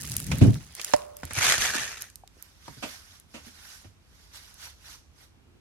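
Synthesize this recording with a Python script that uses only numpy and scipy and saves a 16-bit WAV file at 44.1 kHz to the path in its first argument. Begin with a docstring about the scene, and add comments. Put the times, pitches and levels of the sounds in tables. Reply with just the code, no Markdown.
"""On a wooden table under an overhead camera, in a quiet room, a plastic-covered canvas is smoothed by hand.
The film crinkles by snaps and bursts of noise; bumps and a knock ring the camera arm as damped modes.
The canvas is dragged over the wood as jerky friction noise with a shifted rasp and low flapping; a sleeve
scuff, taps, thuds and a small tick are short resonances. Soft puffs of sleeve and hand and, later, swishing
clothes are shaped noise. A short reverberation and steady room air complete the scene."""
import sys
import numpy as np
from scipy import signal
from scipy.fft import rfft, irfft, next_fast_len
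from scipy.io import wavfile
from scipy.ndimage import uniform_filter1d, map_coordinates

SR = 44100
rng = np.random.default_rng(int(sys.argv[2]) if len(sys.argv) > 2 else 0)


def pcm_store(signal):
    """Save signal as 16-bit PCM."""
    levels = np.round(np.clip(np.atleast_2d(signal), -1, 1) * 32767)
    wavfile.write(sys.argv[1], SR, levels.astype(np.int16).T)


N = 247135

# Loudest creases snapping. Each row: start in seconds, peak level in dB, centre in Hz, left over right in dB.
CREASE_SNAPS = [(0.049, -31, 2980, -7.5), (0.118, -20, 5870, 0), (0.1662, -11.5, 10600, -0.5),
                (0.2012, -21, 11600, 0), (0.2664, -29, 8980, 4.5), (0.3844, -28, 12000, -1),
                (0.5427, -30, 3550, -1), (0.751, -28, 9300, -0.5), (0.8148, -23, 4500, 0.5),
                (0.8462, -18, 6560, -4), (0.964, -25.5, 6400, -2.5), (1.0197, -38, 2200, 1.5),
                (1.168, -29.5, 9000, 1), (1.2525, -27, 9100, -1.5), (1.3342, -23.5, 11000, -8),
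                (2.0096, -30, 11430, -3.5), (2.021, -23, 12400, -1.5), (2.1003, -36, 5400, -2),
                (2.157, -28.5, 8300, -4), (2.276, -38, 3660, -4), (2.425, -28.5, 12000, -7.5),
                (3.199, -39, 10530, 2), (4.5418, -38, 10900, -2)]
# Strokes of the hand across the film. Each row: peak time in seconds, gain in dB, rise and fall in seconds.
HAND_STROKES = [(0.12, -49.5, 0.52, 0.17), (0.41, -48.5, 0.45, 0.36), (0.68, -62, 0.18, 0.13),
                (0.85, -44.5, 0.13, .22), (1.32, -54, 0.21, 0.054)]
# Spectra of the film's crackle and of the rub. Each row: frequency in Hz, relative density in dB per Hz.
CRACKLE_SPECTRUM = [(880, -52), (1500, -19), (2140, -24.5), (2660, -6), (3660, -13), (4920, -4),
                    (7320, -2.5), (10100, -3), (16000, -17.5)]
RUB_SPECTRUM = [(210, -37), (350, -3), (1030, -2), (1910, 3.5), (2490, 0.5), (6470, -1), (7790, -13.5),
                (10600, -5), (14000, -29.5)]
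# How hard the canvas slides. Each row: time in seconds, scrape gain in dB.
DRAG_FORCE = [(1.3, -54.5), (1.39, -26), (1.404, -29), (1.46, -20), (1.508, -22.5), (1.516, -22),
              (1.586, -32.5), (1.634, -25), (1.728, -33.5), (1.744, -29), (2.0, -47.5), (2.018, -43),
              (2.14, -72.5)]
# Pitch of the weave's rasp. Each row: time in seconds, frequency in Hz to which 150 Hz is shifted.
RASP_PITCH = [(1.38, 2243), (1.48, 2297), (1.52, 1811), (2.0, 1786)]
# Spectra of scraping and of the flapping sheet. Each row: frequency in Hz, relative density in dB per Hz.
SCRAPE_SPECTRUM = [(240, -32), (400, -13.5), (543, -14), (666, -9.5), (1020, -11), (1740, -3), (2070, -16),
                   (2330, -4.5), (3400, -9), (5270, -9), (6460, -5.5), (7700, -13), (11700, -17),
                   (13000, -25.5), (14500, -50)]
FLAP_SPECTRUM = [(21, -32), (35, -3.5), (75, -0.5), (257, -8), (338, -18), (381, -17), (480, -7),
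                 (620, -40.5), (1060, -120)]
# A short scuff of the sleeve, then fingers and tool tapping the table.
# Each row: start in seconds, peak level in dB, centre in Hz.
SCUFF_AND_TAPS = [(0.316, -21.5, 2200), (0.554, -37, 1660), (0.796, -28.5, 2370), (1.233, -23.5, 1500),
                  (1.308, -26.5, 1790), (2.368, -50, 504), (2.68, -32.5, 1010)]
# Hands and canvas thudding on the tabletop. Each row: start in seconds, peak level in dB, centre in Hz.
TABLE_THUDS = [(1.233, -30.5, 77), (1.314, -37, 94), (1.368, -25.5, 119), (1.579, -29.5, 74),
               (1.747, -31, 263), (2.683, -39.5, 140), (2.767, -42.5, 125), (2.832, -33, 240),
               (3.343, -44.5, 233), (3.461, -45, 240), (3.85, -42, 94.5)]
# A small hollow tick. Each row: start in seconds, peak level in dB, frequency in Hz.
HOLLOW_TICKS = [(2.236, -40.5, 768)]
# The sleeve brushing the camera arm. Each row: time in seconds, rumble gain in dB.
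SLEEVE_LEVEL = [(0.0, -42.5), (0.24, -40), (0.34, -26.5), (0.44, -34.5), (0.56, -34.5), (0.65, -52.5),
                (0.75, -65.5)]
# The sleeve hitting the arm, and the tool hitting it. Each row: start in seconds, reference level in dB.
ARM_BUMPS = [(0.413, -0.5), (0.446, -5.5), (0.474, -7)]
TOOL_KNOCKS = [(0.936, -13)]
# Modes of the swaying arm and its ringing tube. Each row: frequency in Hz, relative dB, t60 in seconds.
ARM_MODES = [(108.8, 4, 0.15), (135, -4.5, 0.19), (202.8, -6, 0.15), (267.6, 0, 0.1), (301, -8.5, 0.1),
             (378, -8.5, 0.088), (450, -9.5, 0.049)]
TUBE_MODES = [(286, -18, 0.051), (597.4, 2, 0.062), (712, 4, 0.026), (854, 8.5, 0.012), (1020, -16, .02),
              (1916, -36, .025), (590, -28, 1), (977, -37, 0.45), (1090, -42, 0.62)]
# Spectra of the sleeve's rumble, the sleeve dragging at a bump, and the tube's lingering hum.
# Each row: frequency in Hz, relative density in dB per Hz.
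RUMBLE_SPECTRUM = [(35, -28), (60, -1), (90, -1), (145, 0.5), (250, -10.5), (400, -25), (800, -34),
                   (1500, -49.5)]
JOLT_SPECTRUM = [(30, -35), (50, -11.5), (95, 3), (140, 15), (280, 1), (400, -4), (700, -11.5), (1400, -34),
                 (3000, -79)]
HUM_SPECTRUM = [(300, -14.5), (590, 0), (850, -8), (1100, -5.5), (1500, -15.5), (4000, -35.5)]
# Soft puffs: a sleeve scuffing, a sleeve meeting the camera arm, then pats of hand on cloth.
# Each row: contact in seconds, peak level in dB, t60 in seconds.
SOFT_PUFFS = [(0.315, -28, 0.11), (0.412, -26.5, 0.16), (2.827, -26.5, 0.13), (3.341, -36, 0.18),
              (3.844, -46, 0.079)]
# Fabric sliding on fabric, and a sleeve reaching forward.
# Each row: peak time in seconds, gain in dB, rise and fall in seconds.
FABRIC_STROKES = [(2.44, -63, 0.18, 0.28), (2.68, -56, 0.12, .35), (2.92, -47.5, 0.16, 0.12),
                  (3.15, -58.5, 0.43, 0.089), (3.36, -59, 0.093, 0.28), (3.47, -53, 0.049, 0.066),
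                  (3.70, -51, 0.25, 0.2), (4.22, -63.5, 0.25, .3), (4.36, -48, 0.047, 0.059),
                  (4.43, -56.5, 0.107, 0.28), (4.64, -47, 0.079, 0.099), (4.92, -50, 0.14, 0.082),
                  (5.23, -59.5, 0.11, 0.066)]
REACH_STROKES = [(5.56, -67.5, 0.46, 0.35)]
# Spectra of a soft puff, sliding cloth and room air. Each row: frequency in Hz, relative density in dB per Hz.
PUFF_SPECTRUM = [(120, -16.5), (260, 3.5), (380, -12.5), (540, -0.5), (900, -8.5), (1800, -12),
                 (2700, -6.5), (4000, -16), (7000, -17.5), (12000, -29.5), (15000, -48)]
CLOTH_SPECTRUM = [(240, -43), (400, -15), (719, -9), (839, -6.5), (1330, -3.5), (1530, -0.5), (2430, -5),
                  (5780, -1.5), (7630, -10), (12100, -8), (13300, -18), (14400, -23), (16000, -27.5)]
AIR_SPECTRUM = [(15, -25), (25, 2), (80, 2.5), (117, -6), (277, -14), (489, -20), (560, -21.5), (840, -22),
                (1160, -22), (1840, -26.5), (2110, -26.5), (2410, -24.5), (12500, -40), (14000, -45.5),
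                (16000, -72.5)]
# Left-right likeness of drier and wetter sounds. Each row: frequency in Hz, correlation from -1 to 1.
NEAR_LIKENESS = [(100, 0.85), (280, 1), (640, .1), (1400, 0.45), (3100, 0.16), (6800, -0.42), (15000, 0.69)]
FAR_LIKENESS = [(60, 0.83), (130, 0.5), (290, 0.28), (640, 0.23), (1410, 0.14), (3100, -0.43),
                (6820, 0.012), (15000, 0.09)]
# Decay of the room. Each row: frequency in Hz, t60 in seconds.
ROOM_DECAY = [(150, 0.3), (1500, 0.11), (6000, 0.52), (14000, 0.29)]

TOP_HZ = 16500  # band limit
SNAP_T60_S, SHIVER_DB = .008, -31  # decay of a crease's flip; the film's shiver beside it
CRACKLE_DB, FRESH_DB, FLATTEN_S = -4, 11, .25  # crackle over rub; extra on creased film; its time scale
STROKE_SHAPE = 1.62  # a stroke's top: 1 pointed, 2 round
FLAP_DB, FLAP_GROWS = -43.5, 0.81  # flapping at the hardest pull; dB of flapping per dB of scrape
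CONTACT_RING_Q, CONTACT_T60_S = 2.1, 0.048  # resonance and decay of a short contact
AIR_DB = -58


def crinkles():
    """Sudden buckling: a crease flips within milliseconds and the film around it shivers briefly."""
    out, t = np.zeros((2, N)), np.arange(SR // 16) / SR
    flip = amp(-60 * t / SNAP_T60_S) * (1 - np.exp(-t / .0002))
    shiver = amp(SHIVER_DB - 60 * t / .04)
    spectrum = [(1000, -2), (12500, 5), (15000, -8.5)]
    likeness = [(1000, 0.15), (12000, 0.27)]
    for s, db, hz, pan_db in CREASE_SNAPS:
        burst = stereo(noise(len(t)), spectrum, likeness) * (flip + shiver)
        snap = filtered(burst, lambda f: resonance(f, hz, q=1.0) * (f < TOP_HZ))
        add(out, s, panned(amp(db) * peaked(snap), pan_db))
    return out


def smoothing():
    """Many small bucklings crackle over grainy friction; the extra crackle fades as the film flattens."""
    creased = np.exp(-(np.arange(N) / SR / FLATTEN_S) ** 2)
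    creases = slips(rate=420, spread_db=5, life=.0006)
    crackle = amp(CRACKLE_DB + FRESH_DB * creased) * stereo(creases, CRACKLE_SPECTRUM, NEAR_LIKENESS)
    grains = slips(rate=1300, spread_db=6, life=.002)
    rub = stereo(patchy(grains, depth_db=3.5), RUB_SPECTRUM, NEAR_LIKENESS)
    return panned(crackle + rub, -3.0) * strokes(HAND_STROKES)


def drag():
    """Stick-slip friction: the canvas scrapes in jerks, its weave rasps, and a harder pull flaps it more."""
    scrape_db, = curves(DRAG_FORCE)
    scratch_db = scrape_db + .5 * wobble(70) + 1.2 * wobble(260)
    scratch = amp(scratch_db) * (amp(-1.5) * scrape() + amp(-7.0 + 1.2 * wobble(90)) * rasp())
    flutter_db = 2.5 * wobble(25)
    flap_db = FLAP_DB + FLAP_GROWS * (scrape_db - scrape_db.max()) + flutter_db
    flap = amp(flap_db) * stereo(noise(), FLAP_SPECTRUM, [(60, 0.97), (130, 0.51), (300, 0.34)])
    return panned(scratch + flap, -0.58) * during(DRAG_FORCE)


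def scrape():
    """Friction as many tiny slips; the sheet keeps changing shape, so its emphasis shifts in frequency."""
    grains = patchy(slips(rate=2600, spread_db=4, life=.0005), depth_db=2.3)
    creases = .4 * slips(rate=320, spread_db=3, life=.0006)  # crackle on top of the sliding
    return stereo(grains + creases, SCRAPE_SPECTRUM, NEAR_LIKENESS)


def rasp():
    """Frequency shifting: a narrow noise band is carried up to the weave's wavering rasp."""
    rasp_hz, = curves(RASP_PITCH)
    spectrum = [(1, -1), (220, 4.5), (500, -6), (1100, -29.5), (2000, -88.5)]
    band = stereo(noise(), spectrum, [(100, 0.72)])
    shift_hz = rasp_hz - 150 + 130 * wobble(40)
    carrier = np.exp(2j * np.pi * np.cumsum(shift_hz) / SR)
    return np.real(signal.hilbert(band) * carrier)


def scuff_and_taps():
    """Strong damping: a short contact, scuff or tap, excites a broad resonance and dies at once."""
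    out, t = np.zeros((2, N)), np.arange(SR // 2) / SR
    spectrum = [(200, 10.5), (1500, -10.5), (3000, -13.5), (7000, -5.5), (14000, -18.5)]
    for s, db, hz in SCUFF_AND_TAPS:
        excitation = stereo(noise(len(t)), spectrum, NEAR_LIKENESS) * amp(-60 * t / CONTACT_T60_S)
        contact = filtered(excitation, lambda f: resonance(f, hz, q=CONTACT_RING_Q))
        add(out, s, panned(amp(db) * peaked(contact), -3.0))
    return out


def thuds():
    """Soft impact: a blow with little treble sets off a damped resonance of the tabletop."""
    out, t = np.zeros((2, N)), np.arange(SR // 2) / SR
    spectrum = [(40, 8.0), (90, -5.5), (260, -0.5), (360, -2), (900, -13.5), (3000, -56.5)]
    envelope = amp(-60 * t / 0.13) * (1 - np.exp(-t / 0.0021))
    for s, db, hz in TABLE_THUDS:
        push = stereo(noise(len(t)), spectrum, [(80, 0.98), (300, .4)]) * envelope
        thud = filtered(push, lambda f: resonance(f, hz, q=3.5))
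        add(out, s, panned(amp(db) * peaked(thud), -1))
    return out


def hollow_ticks():
    """Free vibration: a single damped mode gives a small hollow tick."""
    out, t = np.zeros((2, N)), np.arange(SR // 2) / SR
    for s, db, hz in HOLLOW_TICKS:
        tick = ring([(hz, 0, .018)], t, attack=0.0014, lag=.0001)
        add(out, s, amp(db) * peaked(tick))
    return out


def sleeve_rumble():
    """Friction on a solid body: the sleeve brushing the arm is heard as low rumble."""
    rumble = stereo(noise(), RUMBLE_SPECTRUM, NEAR_LIKENESS)
    return amp(curves(SLEEVE_LEVEL)[0]) * rumble * during(SLEEVE_LEVEL)


def arm_bumps():
    """Impulse response: a soft bump sways the arm in its low modes while the sleeve drags on it."""
    out, t = np.zeros((2, N)), np.arange(SR) / SR
    envelope = amp(-60 * t / 0.17) * (1 - np.exp(-t / 0.0031))
    for s, db in ARM_BUMPS:
        jolt = stereo(noise(len(t)), JOLT_SPECTRUM, [(100, 0.55), (200, -0.58), (500, -0.3)]) * envelope
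        sway = peaked(ring(ARM_MODES, t, attack=0.0076, lag=0.00024))
        add(out, s, panned(amp(db - 3.0) * sway + amp(db - 12.5) * jolt, -1.7))
    return out


def tool_knocks():
    """Hard impact: the tool cracks against the arm and excites the tube's modes, which hum on faintly."""
    out, t = np.zeros((2, N)), np.arange(SR) / SR
    spectrum = [(300, 1.5), (1000, -4.0), (2000, -4.0), (4000, -12.5), (6500, -7), (9000, -20), (14000, -32.5)]
    for s, db in TOOL_KNOCKS:
        crack = peaked(stereo(noise(len(t)), spectrum, NEAR_LIKENESS) * amp(-60 * t / 0.039))
        hum = amp(-31) * stereo(noise(len(t)), HUM_SPECTRUM, NEAR_LIKENESS) * amp(-60 * t / .8)
        tube = peaked(ring(TUBE_MODES, t, attack=0.0021, lag=.0008))
        add(out, s, panned(amp(db - 3.5) * crack, -12.5) + amp(db) * hum)
        add(out, s + .0012, panned(amp(db - 0.5) * tube, -4.5))
    return out


def soft_puffs():
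    """Compliant contact: a soft surface is met in a puff that swells over milliseconds and dies away."""
    out, t = np.zeros((2, N)), np.arange(SR // 2) / SR
    swell = 1 - np.exp(-t / .012)
    for s, db, t60 in SOFT_PUFFS:
        puff = stereo(noise(len(t)), PUFF_SPECTRUM, FAR_LIKENESS) * swell * amp(-60 * t / t60)
        add(out, s - .003, panned(amp(db) * peaked(puff), -3.7))
    return out


def clothes():
    """Fibre friction: fabric swishes in strokes as noise; a sleeve reaching forward brushes more dully."""
    fibres = patchy(slips(rate=4000, spread_db=-1, life=0.0027), depth_db=2.5)
    flicker = amp(0.17 * wobble(30))
    swish = strokes(FABRIC_STROKES) * flicker * stereo(fibres, CLOTH_SPECTRUM, FAR_LIKENESS)
    dull = [(90, -26), (200, -1.5), (330, 3.0), (600, -16.0), (1500, -43.0), (4000, -46)]
    brush = strokes(REACH_STROKES) * stereo(noise(), dull, FAR_LIKENESS)
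    return panned(swish + brush, -4)


def room(x):
    """Reverberation: convolution with noise whose decay time depends on frequency, shortest near 1500 Hz."""
    hz, t, z = signal.stft(noise(SR // 2), SR, nperseg=256)
    decay = amp(-60 * t / along(ROOM_DECAY, hz)[:, None])
    tail = signal.istft(z * decay, SR, nperseg=256)[1]
    return signal.fftconvolve(x, tail / np.linalg.norm(tail[0]), axes=1)[:, :N]


def room_air():
    """Stationary noise: the quiet room is a steady, mostly low-pitched hush."""
    return panned(amp(AIR_DB) * stereo(noise(), AIR_SPECTRUM, FAR_LIKENESS), -1.5)


def amp(db):
    """Logarithmic level: decibels to amplitude gain."""
    return 10 ** (np.asarray(db) / 20)


def unit(x):
    """Normalisation to rms 1."""
    return x / np.sqrt(np.mean(x ** 2) + 1e-20)


def along(points, hz):
    """Interpolation of (Hz, value) points on a logarithmic frequency axis."""
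    f, v = np.transpose(points)
    return np.interp(np.log(hz + 1), np.log(f + 1), v)


def curves(rows):
    """Linear interpolation: one value per sample for each column after the time."""
    s, *cols = np.transpose(rows)
    return [np.interp(np.arange(N) / SR, s, c) for c in cols]


def during(rows):
    """Gating: 1 while a curve lasts, with short fades outside it."""
    s, t = np.asarray(rows)[..., 0], np.arange(N) / SR
    return np.clip(1 + np.minimum(t - s.min(), s.max() - t) / 0.061, 0, 1)


def wobble(rate):
    """Spline interpolation of random knots, rate a second, gives a smooth curve."""
    knots = rng.standard_normal(int(N * rate / SR) + 4)
    return map_coordinates(knots, [np.arange(N) * rate / SR])


def filtered(x, response):
    """Linear filtering: the spectrum of x times a response of frequency."""
    size = x.shape[-1]
    m = next_fast_len(size + 8192)  # padding leaves room for the ringing
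    return irfft(rfft(x, m) * response(np.fft.rfftfreq(m, 1 / SR)), m)[..., :size]


def resonance(f, hz, q):
    """Damped oscillator: causal band-pass response."""
    damping = 1j * f * hz / q
    return damping / (hz * hz - f * f + damping)


def stereo(pair, spectrum, alike):
    """Interchannel correlation: coloured mid and side give left and right, whose mean has rms 1."""
    def response(hz):
        turn = np.arccos(np.clip(along(alike, hz), -.98, .98)) / 2
        return amp(along(spectrum, hz)) * [np.cos(turn), np.sin(turn)]
    mid, side = filtered(pair, response)
    return np.array([mid + side, mid - side]) / np.std(mid)


def noise(size=N):
    """Random excitation: two unrelated white noises."""
    return rng.standard_normal((2, size))


def slips(rate, spread_db, life):
    """Shot noise: bursts of random size, rate a second, whose power dies to 1/e in life seconds."""
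    starts = rng.random(N) < rate / SR
    sizes = starts * amp(spread_db * np.minimum(rng.standard_normal(N), 2))
    power = signal.lfilter([1], [1, -np.exp(-1 / (life * SR))], sizes ** 2)
    return unit(noise() * np.sqrt(power))


def patchy(pair, depth_db):
    """Spectral modulation: gain varies in patches of a few hundred Hz and a few tens of milliseconds."""
    z = signal.stft(pair, nperseg=256)[2]
    field = uniform_filter1d(rng.standard_normal(z.shape[1:]), size=3, axis=0)  # across frequency
    field = uniform_filter1d(field, size=6, axis=1)  # across time
    return signal.istft(z * amp(depth_db * unit(field)), nperseg=256)[1][:, :N]


def strokes(rows):
    """Sliding envelopes summed in power: each swells 20 dB over its rise and dies 20 dB over its fall."""
    t, gains = np.arange(N) / SR, []
    for s, db, rise, fall in rows:
        distance = np.abs(np.maximum((s - t) / rise, (t - s) / fall))
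        gains.append(amp(db - 20 * distance ** STROKE_SHAPE))
    return np.linalg.norm(gains, axis=0)


def panned(x, pan_db):
    """Level difference: raises left over right by pan_db."""
    return x * amp([[pan_db / 2], [-pan_db / 2]])


def peaked(x):
    """Normalisation so that the mean of both channels peaks at 1."""
    return x / np.abs(x.mean(0)).max()


def add(track, s, sound):
    """Superposition: mixes a sound in at time s."""
    part = track[:, max(round(s * SR), 0):][:, :sound.shape[1]]
    part += sound[:, :part.shape[1]]


def ring(modes, t, attack, lag):
    """Modal sum of damped sines; the left microphone hears them lag seconds late."""
    t = np.maximum(t - np.array([[lag], [0]]), 0)
    total = sum(amp(db - 60 * t / t60) * np.sin(2 * np.pi * hz * t) for hz, db, t60 in modes)
    return total * (1 - np.exp(-t / attack))


def scene():
    """Direct and reverberant paths: puffs and clothes are wetter; the arm's body carries its sound unechoed."""
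    near = crinkles() + smoothing() + drag() + scuff_and_taps() + thuds() + hollow_ticks()
    far = soft_puffs() + clothes()
    arm = sleeve_rumble() + arm_bumps() + tool_knocks()
    echo = room(amp(-14) * near + amp(-9) * far)
    return near + far + echo + arm + room_air()


def record(dry):
    """Band limiting and overload: the camera cuts the deepest bass, clips at full scale and stops at TOP_HZ."""
    lean = signal.sosfilt(signal.butter(4, 47, "highpass", fs=SR, output="sos"), dry)
    return filtered(np.clip(lean, -1, 1), lambda hz: hz < TOP_HZ)


dry = scene()
out = record(dry)
pcm_store(out)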